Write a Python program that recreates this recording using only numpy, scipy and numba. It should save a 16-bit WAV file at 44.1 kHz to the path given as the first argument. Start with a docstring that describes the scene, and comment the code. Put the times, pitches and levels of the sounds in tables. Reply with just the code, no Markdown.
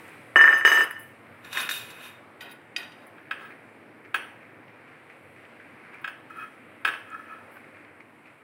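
"""Serving food in a home kitchen, a phone close by. Soft brushing starts; a steel cup is set down on stone,
rocks to rest, and bangles tinkle; a lid is dragged aside; a steel spoon taps, then lands on a full steel pan;
a bowl is nudged along. Modal resonance: blows and gritty sliding excite each object's damped modes and clatter.
Shaped noise makes the ticks, the brushing, the small hard room's decay and the steady, faintly humming air."""
import sys
import numpy as np
from scipy import signal
from scipy.fft import rfft, irfft, next_fast_len
from scipy.io import wavfile
from scipy.ndimage import uniform_filter1d
from numba import njit

SR = 44100
rng = np.random.default_rng(int(sys.argv[2]) if len(sys.argv) > 2 else 0)


def pcm_store(signal):
    """Save signal as 16-bit PCM."""
    levels = np.round(np.clip(np.atleast_2d(signal), -1, 1) * 32767)
    wavfile.write(sys.argv[1], SR, levels.astype(np.int16).T)


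N = 371983
T = np.arange(N) / SR

# centres of the bands that colour a contact: pitch_hz
CONTACT_BANDS_HZ = [700, 1800, 3000, 5500, 11000]
BANGLE_BANDS_HZ = [6500, 8500, 10500, 12200, 14500]
# pitches of the modes: pitch_hz
CUP_PITCHES_HZ = [305, 478, 1073, 1303, 1380, 1458, 1554, 1657, 1752, 1790, 1849, 2027, 2945, 2990, 3760,
                  4997, 5640, 6313, 7660, 8440, 9930, 10680, 11300, 11860, 12100, 13100, 13600, 14060,
                  14900, 15490]
PAN_PITCHES_HZ = [790, 1073, 1300, 1385, 1530, 1640, 1720, 2185, 2480, 2625, 3170, 3300, 3730, 4390, 5050,
                  5820, 6600, 7410, 8270, 9220, 10300, 10800, 11700, 13100, 14000, 15600]
BOWL_PITCHES_HZ = [1100, 1273, 1310, 1386, 1645, 1710, 1753, 2250, 2518, 3250, 3850, 4400, 5080, 5900, 7330,
                   9090, 10400, 10800, 11700, 12600, 13100, 14000, 14600, 15600]
# damping and strength of those modes: width_hz (before the body's width factor), relative level_db
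CUP_DAMPING = [(30, -23.5), (59.8, -55), (150, -14.5), (150, -3.5), (152, -10), (150, -21), (150, -14),
               (100, 1), (60.6, -1), (11, 5.5), (99.4, -29), (150, -15.5), (40, -6), (60, -12.5),
               (140, -28), (35, -24.5), (97, -40), (30, -23.5), (45, -27.5), (51, -23), (63, -35),
               (60, -22), (60, -20.5), (40, -23), (60, -20), (40, -20), (110, -37), (150, -27), (40, -30),
               (76, -16.5)]
PAN_DAMPING = [(40, -5.5), (50, -0.5), (63, 11.5), (60, 6.5), (63.7, 13.5), (60.3, 16), (58, 10.5),
               (37.7, 0.5), (40.7, 3), (50, 2.5), (60.6, -5), (61.4, -6.5), (70, -7.5), (62, -14.5),
               (50, -16.5), (79, -27), (50, -26), (200, -19.5), (120, -25), (140, -19.5), (120, -17),
               (150, -28), (40, -24), (40, -34), (100, -36), (50, -7)]
BOWL_DAMPING = [(33, -21.5), (45, -4), (45, -2.5), (45, -4.5), (45, -8), (45, -2.5), (45, -8), (100, -23),
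                (34.7, -8.5), (50, -27), (80, -35), (60, -42), (49.2, -41), (60.6, -48), (54, -46),
                (150, -33), (59, -29), (45, -42), (49, -31), (54.3, -37), (81, -34), (38, -37), (39.6, -31),
                (130, -31)]
# whole modes: pitch_hz, width_hz (before the width factor), relative level_db
LID_MODES = [(940, 29, -20), (1050, 92, -3), (1700, 24, -6), (2020, 120, 10), (2510, 66, 11), (2850, 70, 0),
             (3693, 70, 2.5), (4790, 36, -15.5), (5700, 170, -25), (6600, 64, -21), (7400, 32, -15),
             (7060, 29, -27), (8950, 110, -19), (9500, 13, -7.5), (9040, 100, -19), (10130, 35, -13),
             (9890, 13, -19), (10130, 57, -13), (11100, 31, -8), (11600, 67, -10), (11900, 26, -21),
             (12200, 68, -9), (13200, 130, -9), (13500, 43, -17), (13800, 33, -13), (14600, 64, -11),
             (14800, 170, -12), (15600, 42, -11)]
SPOON_MODES = [(1119, 130, -21), (1468, 39, 9.5), (1886, 61, 14), (2500, 66, 6.5), (2750, 60, -7),
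               (3120, 120, -0.5), (3776, 91, 1), (4300, 71, -29), (4450, 37, -24), (4770, 70, -9),
               (5060, 37, -16), (5940, 52, -33), (6220, 56, -27), (7160, 40, -29), (9230, 110, -15),
               (9500, 160, -13), (10200, 91, -15), (10900, 51, -27), (11700, 130, -28), (11500, 29, -20),
               (12050, 160, -11), (13200, 70, -16), (14100, 77, -28), (15400, 72, -16)]
BANGLE_MODES = [(7870, 77, -44), (10040, 12, -7.5), (9460, 19, -17), (10750, 33, -4), (11420, 21, 0),
                (12200, 130, 1), (13300, 32, -8), (13700, 30, -16.5), (14000, 50, -1), (14500, 33, -8),
                (15400, 41, 4), (15400, 140, 7)]
# bodies: width_factor, clatter_db (against the modes), clatter_t60_s, first_crack_db, clatter_treble_db
CUP_SOLID = (0.44, -3, 0.2751, 5, -1)
LID_SOLID = (0.5, 1.1, 0.16, 12, 6.8)
SPOON_SOLID = (0.8, -6, 0.84, 15, 5)
PAN_SOLID = (.5, -11, 0.4255, -5.5, 7)
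BOWL_SOLID = (0.54, -13.5, 0.46, -3, 5)
BANGLE_SOLID = (1.5, -6, 1.3, 6, 2)
# what a contact favours: (blow level_db in each of five bands), (sliding middle_db, high_db)
CUP_CONTACT = ((-23.5, -0.5, -15.5, -36, -61), (0, -12))
LID_CONTACT = ((-17, -1.5, -7, -2.5, -15), (4.7, -4.5))
SPOON_CONTACT = ((-24, -13, 0, -7.5, -29), (0, -16))
PAN_CONTACT = ((-12, -2, -7, -28.5, -31), (-9.5, -23))
BOWL_CONTACT = ((-3, -3.5, -29, -35, -30), (-7.5, -28.5))
BANGLE_CONTACT = ((-29, -6, 10, -4, 7), (0, 2))
# blows: start_s, level_db (before the contact's colour), hardness_db_per_octave (away from the second band),
# surviving_share (of the earlier ringing, 0 to 1)
CUP_STRIKES = [(0.359, -10, 2, 0.23), (0.392, -10, -27, 0.14), (0.411, -13, 1.5, 0.49),
               (0.441, -9, -17, 0.89), (0.477, -9.5, -23, 0.48), (0.514, -21, -12, 0.26),
               (0.528, -17, -2, 0.53), (0.581, -29, 4.5, 0.28), (0.612, -23, -7, 0.54),
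               (0.65, -11.5, 5.5, 0.34), (0.676, -13.5, 3, 0.61), (0.717, -15.5, 6, 0.5),
               (0.74, -22, 0, 0.76), (0.773, -18.5, 4, 0.59), (0.807, -18, 3, 0.58), (0.844, -32, -7, 0.12),
               (0.91, -29.5, -4, 0.16), (0.966, -38.5, -12, 0.4)]
LID_STRIKES = [(1.446, -61, 4.5, 0.8), (1.528, -39, 0.5, 0.6), (1.571, -22, -7.5, 1),
               (1.6, -33.5, -1.5, 0.48), (1.69, -27.5, -1.5, 0.8), (1.71, -33, -1.5, 0.74),
               (1.902, -55, 4, 0.98)]
SPOON_STRIKES = [(2.408, -46, -1.4, 0.92), (2.45, -70, 0, 0.77), (2.511, -64, 1.8, 1),
                 (2.763, -28, 0.73, 1), (2.83, -47, 0, 0.46), (2.919, -55, 1, 0.99), (2.987, -69, 1, 0.8)]
PAN_STRIKES = [(3.18, -48.5, -5, 0.8), (3.31, -27.5, 1, 0.94), (3.416, -65, 10, 0.49),
               (4.143, -23.5, 4.5, 0.73), (4.158, -35, 2, 0.8), (5.932, -56, 3, 0.64),
               (6.043, -29.5, -0.5, 0.32), (6.076, -35, 3.5, 0.35), (6.117, -69, -4, 0.8),
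               (6.849, -21.5, 4.5, 0.8), (6.874, -27.5, 3.5, 0.28), (6.884, -26, 0.5, 0.12),
               (6.936, -36, 0, 0.89)]
BOWL_STRIKES = [(6.3004, -45, 1.5, 1), (6.3662, -50, 5, 0.95), (6.4082, -68, 2, 0.66),
                (6.428, -61, 6.5, 0.77), (7.086, -56, -4, 1), (7.143, -34.5, -2, 0.96),
                (7.191, -41.5, -2, 0.77), (7.3203, -54, 3, 0.59)]
BANGLE_STRIKES = [(0.576, -58.5, 5, 0.9), (0.8376, -52, -4, 0.9), (0.9073, -58, -2, 0.75),
                  (0.9926, -68, 8, 0.71), (1.0264, -73, 2, 0.84), (2.5137, -65, 3, 0.9),
                  (3.067, -67, -8, 0.9), (6.0146, -78, 2, 0.9), (6.8099, -90, 8, 0.77),
                  (7.5127, -87, 0, 0.9)]
# slides, each a list of breakpoints: time_s, level_db, brightness_db_per_step (low to middle to high bands)
CUP_SLIDES = [
    [(0.36, -15, -14), (0.37, -32.5, -3), (0.5, -31.5, -4), (0.525, -33, -3), (0.59, -40, -2.5),
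     (0.642, -49, -3.5), (0.65, -25, -1), (0.668, -32.5, 3), (0.832, -33.5, -1), (0.884, -57, 2),
     (1.12, -63, -5)],
]
LID_SLIDES = [
    [(1.42, -80, 3), (1.446, -52, -3.5), (1.5, -58, 1), (1.536, -47, 2), (1.572, -35, -1.5),
     (1.612, -39.5, 2), (1.68, -45.5, -0.5)],
    [(1.694, -48, 6.5), (1.758, -49.5, 6.5), (1.86, -57, 3), (1.978, -57, 0), (2.058, -53.5, 3.5),
     (2.1, -58, 1), (2.2, -67, -4)],
]
SPOON_SLIDES = [
    [(2.398, -80, -5), (2.408, -50, 5.5), (2.478, -50.5, -3.5), (2.512, -57.5, 6), (2.62, -92, -4)],
    [(2.78, -44.5, 2.9), (2.862, -55.5, -1.2), (2.982, -79, 2), (3.04, -62.5, 2.3)],
]
PAN_SLIDES = [
    [(3.38, -53, 0), (3.422, -49, 2), (3.52, -60, 0)],
]
BOWL_SLIDES = [
    [(6.28, -70, -10), (6.306, -51, 1), (6.336, -56, 3), (6.412, -40.5, 0), (6.486, -67, 8),
     (6.56, -79, 15)],
    [(7.04, -64, 4), (7.13, -44, -1), (7.15, -57, -3), (7.172, -57, 4), (7.262, -58.5, 4),
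     (7.316, -46.5, -1), (7.398, -60.5, 4), (7.48, -66, 3)],
]
BANGLE_SLIDES = [
    [(0.986, -80, 7), (0.994, -65, -0.5), (1.12, -85, 3)],
    [(7.5, -92, 0), (7.514, -79, 0), (7.542, -76, 2), (7.63, -91, 0)],
]
# the cup once it sits flat: start_s, added width_hz
CUP_AT_REST = (.85, 28)
# dense clatter between the modes: pitch_hz, relative density_db_per_hz
CLATTER_SPECTRUM = [(88, -78), (150, -40.5), (303, -19), (578, -18), (1190, -9), (1760, 2.5), (2270, -15),
                    (3040, -15.5), (4320, -45), (6140, -46.5), (6910, -74), (8560, -35.5), (16000, -52)]
# dry ticks: start_s, peak_db, pitch_hz
TICK_EVENTS = [(.080, -49, 9200), (0.093, -47, 10000), (1.267, -47, 2180), (4.05, -55, 2600),
               (4.679, -50, 2760), (5.1, -42, 1800), (5.451, -39, 2000), (5.599, -37.5, 1630),
               (5.944, -56, 9050), (7.102, -51, 7270), (7.557, -43, 1600), (7.568, -37, 1500),
               (7.769, -36, 1790), (7.848, -43, 2100), (8.000, -48, 2230), (8.257, -45, 2300)]
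# hand, spoon and food brushing a leaf: start_s, level_db, t60_s
RUSTLE_STROKES = [(0.03, -51.5, 1.2), (1.14, -63, .3), (1.264, -69, 0.69), (3.5, -48, 0.17),
                  (4.04, -45, 0.13), (4.405, -58.5, 0.64), (4.68, -51, 0.26), (4.868, -61, 1),
                  (5.09, -48, 0.25), (5.294, -67, .1), (5.356, -55.5, 1.8), (5.6, -69, 0.32),
                  (5.934, -46, 0.46), (6.694, -61, 1), (7.55, -58, 0.54), (7.74, -54, 0.57),
                  (8, -45, 0.067), (8.254, -50, 0.25)]
# brushing noise: pitch_hz, relative density_db_per_hz
RUSTLE_SPECTRUM = [(700, -8), (1500, 4.5), (2400, 10), (3300, -18), (4500, -19), (9000, -37.5),
                   (15000, -40)]
# murmur of the air: pitch_hz, relative density_db_per_hz
AIR_SPECTRUM = [(21, -61), (35, -96), (95, 2), (163, 0.5), (195, -5), (222, 4), (317, 3.5), (431, 0),
                (466, 2), (884, -2), (2220, -2.5), (3440, -23.5), (6520, -41.5), (8870, -28), (16000, -41)]
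# course of the murmur: time_s, level_db (before the lifts), treble_lift_db, bass_lift_db
AIR_COURSE = [(0, -48, 12, -3), (.35, -50, 5.5, 4), (1.15, -52, 5, 6), (1.7, -50, 6, 4.5),
              (2.3, -52, 2.5, 3.5), (3.0, -50.5, 2.5, -3), (4.85, -51.5, 2.5, 1), (5.7, -50.5, 2.5, -1),
              (6.7, -51, 2.5, 1), (7.5, -50, 2.5, -0.5), (8.43, -54.5, 4, -2)]
# hum within the air: pitch_hz, level_db (centres of a slow wander)
HUM_TONES = [(231.5, -71.5), (312.2, -63.5), (473.7, -71.5)]

CHOKE_SAMPLES, TREBLE_CHOKE = 48, 0.61  # duration of a contact; share of its choking above 4000 Hz
CHATTER_T60_S, CRACK_T60_S = 0.046, 0.03
LID_GRIP_HZ = 25  # width that the holding hand adds to the lower modes; TREBLE_CHOKE scales it above 4000 Hz
TICK_T60_S, TICK_CYCLES, TICK_ATTACK_S = 0.006, 23, 0.0022
RUSTLE_ATTACK_S, RUSTLE_BED_DB, RUSTLE_WAVER_DB = 0.009, -65.5, 4
BASS_HZ, TOP_HZ = 246, 15900
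ROOM_T60_S, ROOM_DB, ROOM_DULL_HZ = 0.51, -15, 5760


def cup():
    """Modal resonance with added damping: a rocking cup rings until it sits flat."""
    modes = np.c_[CUP_PITCHES_HZ, CUP_DAMPING]
    return steel(modes, CUP_SOLID, CUP_CONTACT, CUP_STRIKES, CUP_SLIDES, grit_db=2.5, rest=CUP_AT_REST)


def lid():
    """Contact damping: the holding hand broadens the modes of the dragged lid throughout."""
    return steel(LID_MODES, LID_SOLID, LID_CONTACT, LID_STRIKES, LID_SLIDES,
                 grit_db=2.0, rest=(0, LID_GRIP_HZ))


def spoon():
    """Impact excitation: taps and short slides set the spoon's modes ringing."""
    return steel(SPOON_MODES, SPOON_SOLID, SPOON_CONTACT, SPOON_STRIKES, SPOON_SLIDES, grit_db=-3.0)


def pan():
    """Impact excitation of damped modes: the pan full of food answers the spoon."""
    modes = np.c_[PAN_PITCHES_HZ, PAN_DAMPING]
    return steel(modes, PAN_SOLID, PAN_CONTACT, PAN_STRIKES, PAN_SLIDES, grit_db=-6.0)


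def bowl():
    """Friction excitation: a nudged bowl is driven by slides as well as blows."""
    modes = np.c_[BOWL_PITCHES_HZ, BOWL_DAMPING]
    return steel(modes, BOWL_SOLID, BOWL_CONTACT, BOWL_STRIKES, BOWL_SLIDES, grit_db=0.0)


def bangles():
    """High modal resonance: faint chattering contacts make the bangles tinkle."""
    return steel(BANGLE_MODES, BANGLE_SOLID, BANGLE_CONTACT, BANGLE_STRIKES, BANGLE_SLIDES,
                 grit_db=-1.5, bands_hz=BANGLE_BANDS_HZ)


def steel(modes, body, touch, blows, rubs, grit_db, bands_hz=CONTACT_BANDS_HZ, rest=(9, 0)):
    """Modal superposition: blows and gritty sliding drive an object's modes and its clatter."""
    hz, width, db = np.transpose(modes)
    width_factor, clatter_db, clatter_t60, crack_db, treble_db = body
    poles = np.exp((2j * np.pi * hz - np.pi * width * width_factor) / SR)
    # neighbouring modes start in opposite senses
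    gains = undb(db) * np.sqrt(width) * (-1.0) ** np.arange(len(hz))
    choke = np.where(hz > 4000, TREBLE_CHOKE, 1.0)

    # the object's answer to a single click
    click = np.zeros(SR // 2)
    click[0] = 1
    tone = ring(click, 0 * click, poles, gains, choke)
    head = SR // 100  # levels are matched over the first 10 ms
    spectrum = [(f, d + treble_db * (f > 4000)) for f, d in CLATTER_SPECTRUM]
    clatter = tail(spectrum, clatter_t60, crack_db)
    clatter *= undb(clatter_db) * np.std(tone[:head]) / np.std(clatter[:head])

    start_s, blow_db, hardness, survives = np.transpose(blows)
    at = (start_s * SR).astype(int)
    loss = np.zeros(N)
    choked = at[:, None] - np.arange(CHOKE_SAMPLES)
    loss[choked] = 1 - np.clip(survives[:, None], 0.01, 1) ** (1 / CHOKE_SAMPLES)
    rest_s, rest_width_hz = rest
    loss[int(rest_s * SR):] += np.pi * rest_width_hz / SR

    grit = gritty(grit_db)
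    fall = np.exp(-np.log(1000) / CHATTER_T60_S / SR)
    blow_touch_db, slide_touch_db = touch
    drive = np.full(N, 1e-18)  # keeps the silent resonators numerically fast
    for k, only in enumerate(np.eye(len(bands_hz))):
        answer = shape(tone + clatter, bands_hz, only)
        octaves = abs(np.log2(bands_hz[k] / bands_hz[1]))
        force = np.zeros(N)
        force[at] = undb(blow_db + blow_touch_db[k] + hardness * octaves) / np.std(answer[:head])
        if bands_hz[k] > 4000:  # the treble comes from a brief chatter, not from one clean push
            force = grit * signal.lfilter([np.sqrt(1 - fall ** 2)], [1, -fall], force)
        step = (0, 0, 1, 2, 2)[k]  # low, middle or high
        for rub in rubs:
            time_s, rub_db, bright_db = np.transpose(rub)
            slide_db = rub_db + step * bright_db + np.r_[0, slide_touch_db][step]
            level = undb(np.interp(T, time_s, slide_db, left=-200, right=-200))
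            force += grit * level / np.sqrt(np.sum(answer ** 2))
        drive += shape(force, bands_hz, only)
    return ring(drive, loss, poles, gains, choke) + signal.fftconvolve(drive, clatter)[:N]


@njit
def ring(drive, loss, poles, gains, choke):
    """Damped harmonic oscillators in parallel; contact loss drains what is still ringing."""
    out = np.zeros(len(drive))
    for p, g, c in zip(poles, gains, choke):
        z = 0j
        for i in range(len(drive)):
            z = z * p * (1 - c * loss[i]) + drive[i]
            out[i] += g * z.imag
    return out


def gritty(grit_db):
    """Granular roughness: noise whose grains vary randomly in size, rms 1."""
    x = rng.standard_normal(N) * undb(grit_db * np.minimum(rng.exponential(size=N), 5))
    return x / x.std()


def tail(spectrum, t60_s, crack_db=-60):
    """Exponential decay: coloured noise dies away after a sharper start, at unit energy."""
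    t = np.arange(SR // 2) / SR
    slow = np.exp(-np.log(1000) * t / t60_s)
    crack = undb(crack_db) * np.exp(-np.log(1000) * t / CRACK_T60_S)
    x = colour(rng.standard_normal(len(t)), spectrum) * (slow + crack)
    return x / np.sqrt(np.sum(x ** 2))


def ticks():
    """Band-limited impulses: small dry contacts, the lower ones decaying more slowly."""
    out = np.zeros(N + SR // 2)
    for s, db, hz in TICK_EVENTS:
        spectrum = [(hz / 3, -35), (hz, 0), (hz * 1.4, -15), (hz * 2, -26), (hz * 4, -60)]
        burst = tail(spectrum, TICK_T60_S + TICK_CYCLES / hz)
        burst = burst * np.minimum(T[:len(burst)] / TICK_ATTACK_S, 1)
        out[int(s * SR):][:len(burst)] += undb(db) * burst / np.abs(burst).max()
    return out[:N]


def rustle():
    """Granular friction: a faint uneven bed and brushing strokes that swell quickly and fade."""
    x = colour(gritty(grit_db=7.5), RUSTLE_SPECTRUM)
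    level = undb(RUSTLE_BED_DB + RUSTLE_WAVER_DB * walk(4))
    for s, db, t60_s in RUSTLE_STROKES:
        since = np.maximum(T - s, 0)
        level = level + undb(db - 60 * since / t60_s) * np.minimum(since / RUSTLE_ATTACK_S, 1)
    return x / x.std() * level


def room(near):
    """Diffuse reverberation: a decaying noise response follows the direct sound after 5 ms."""
    response = tail([(ROOM_DULL_HZ / 2, 0), (ROOM_DULL_HZ * 2, -6)], ROOM_T60_S)
    walls = np.r_[np.zeros(SR // 200), response]
    return undb(ROOM_DB) * signal.fftconvolve(near, walls)[:N]


def air():
    """Broadband noise: half-octave bands swell together and flicker alone, with a wavering hum."""
    time_s, db, treble_db, bass_db = np.transpose(AIR_COURSE)
    noise = colour(rng.standard_normal(N), AIR_SPECTRUM)
    noise /= noise.std()
    treble_lift, bass_lift = np.interp(T, time_s, treble_db), np.interp(T, time_s, bass_db)
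    centres = 40 * 2 ** np.arange(0, 9, 0.5)
    swell, murmur = walk(1.48), 0
    for hz, only in zip(centres, np.eye(len(centres))):
        lift = treble_lift * (hz > 3500) + bass_lift * (hz < 130)
        murmur = murmur + shape(noise, centres, only) * undb(0.089 * swell + 1.4 * walk(5) + lift)
    hum = 0
    for hz, hum_db in HUM_TONES:
        level = undb(hum_db + 0.83 * walk(5.5))
        phase = 2 * np.pi * np.cumsum(hz * (1 + 0.0104 * walk(5.4))) / SR
        hum = hum + level * np.sin(phase)
    return murmur * undb(np.interp(T, time_s, db)) + hum


def walk(rate):
    """Smoothed random modulation: new values at this rate per second, spread 1."""
    k = int(SR / rate)
    x = uniform_filter1d(np.repeat(rng.standard_normal(N // k + 1), k), k)[:N]
    return x / x.std()


def colour(x, spectrum):
    """Spectral shaping: give flat noise a spectrum of pitch_hz, density_db_per_hz."""
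    hz, db = np.transpose(spectrum)
    fine = np.geomspace(hz[0], hz[-1], num=200)
    return shape(x, fine, undb(np.interp(np.log(fine), np.log(hz), db)))


def shape(x, hz, gain):
    """Linear filtering by gains given at points of a log-frequency axis."""
    size = next_fast_len(len(x))
    f = np.maximum(np.arange(size // 2 + 1) * SR / size, 1)
    return irfft(rfft(x, size) * np.interp(np.log(f), np.log(hz), gain), size)[:len(x)]


def undb(db):
    """Logarithmic level: decibels to amplitude gain."""
    return 10 ** (np.asarray(db) / 20)


def scene():
    """Superposition: the near sounds, their reverberation and the air behind."""
    near = cup() + lid() + spoon() + pan() + bowl() + bangles() + ticks() + rustle()
    # the near sounds carry no deep bass
    near = signal.sosfilt(signal.butter(4, BASS_HZ, "high", fs=SR, output="sos"), near)
    return (near + room(near) + air())[None]


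def record(dry):
    """Saturation and band limiting: the phone clips at full scale and cuts the top."""
    return signal.sosfilt(signal.ellip(10, 0.2, 70, TOP_HZ, fs=SR, output="sos"), np.clip(dry, -1, 1))


dry = scene()
out = record(dry)
pcm_store(out)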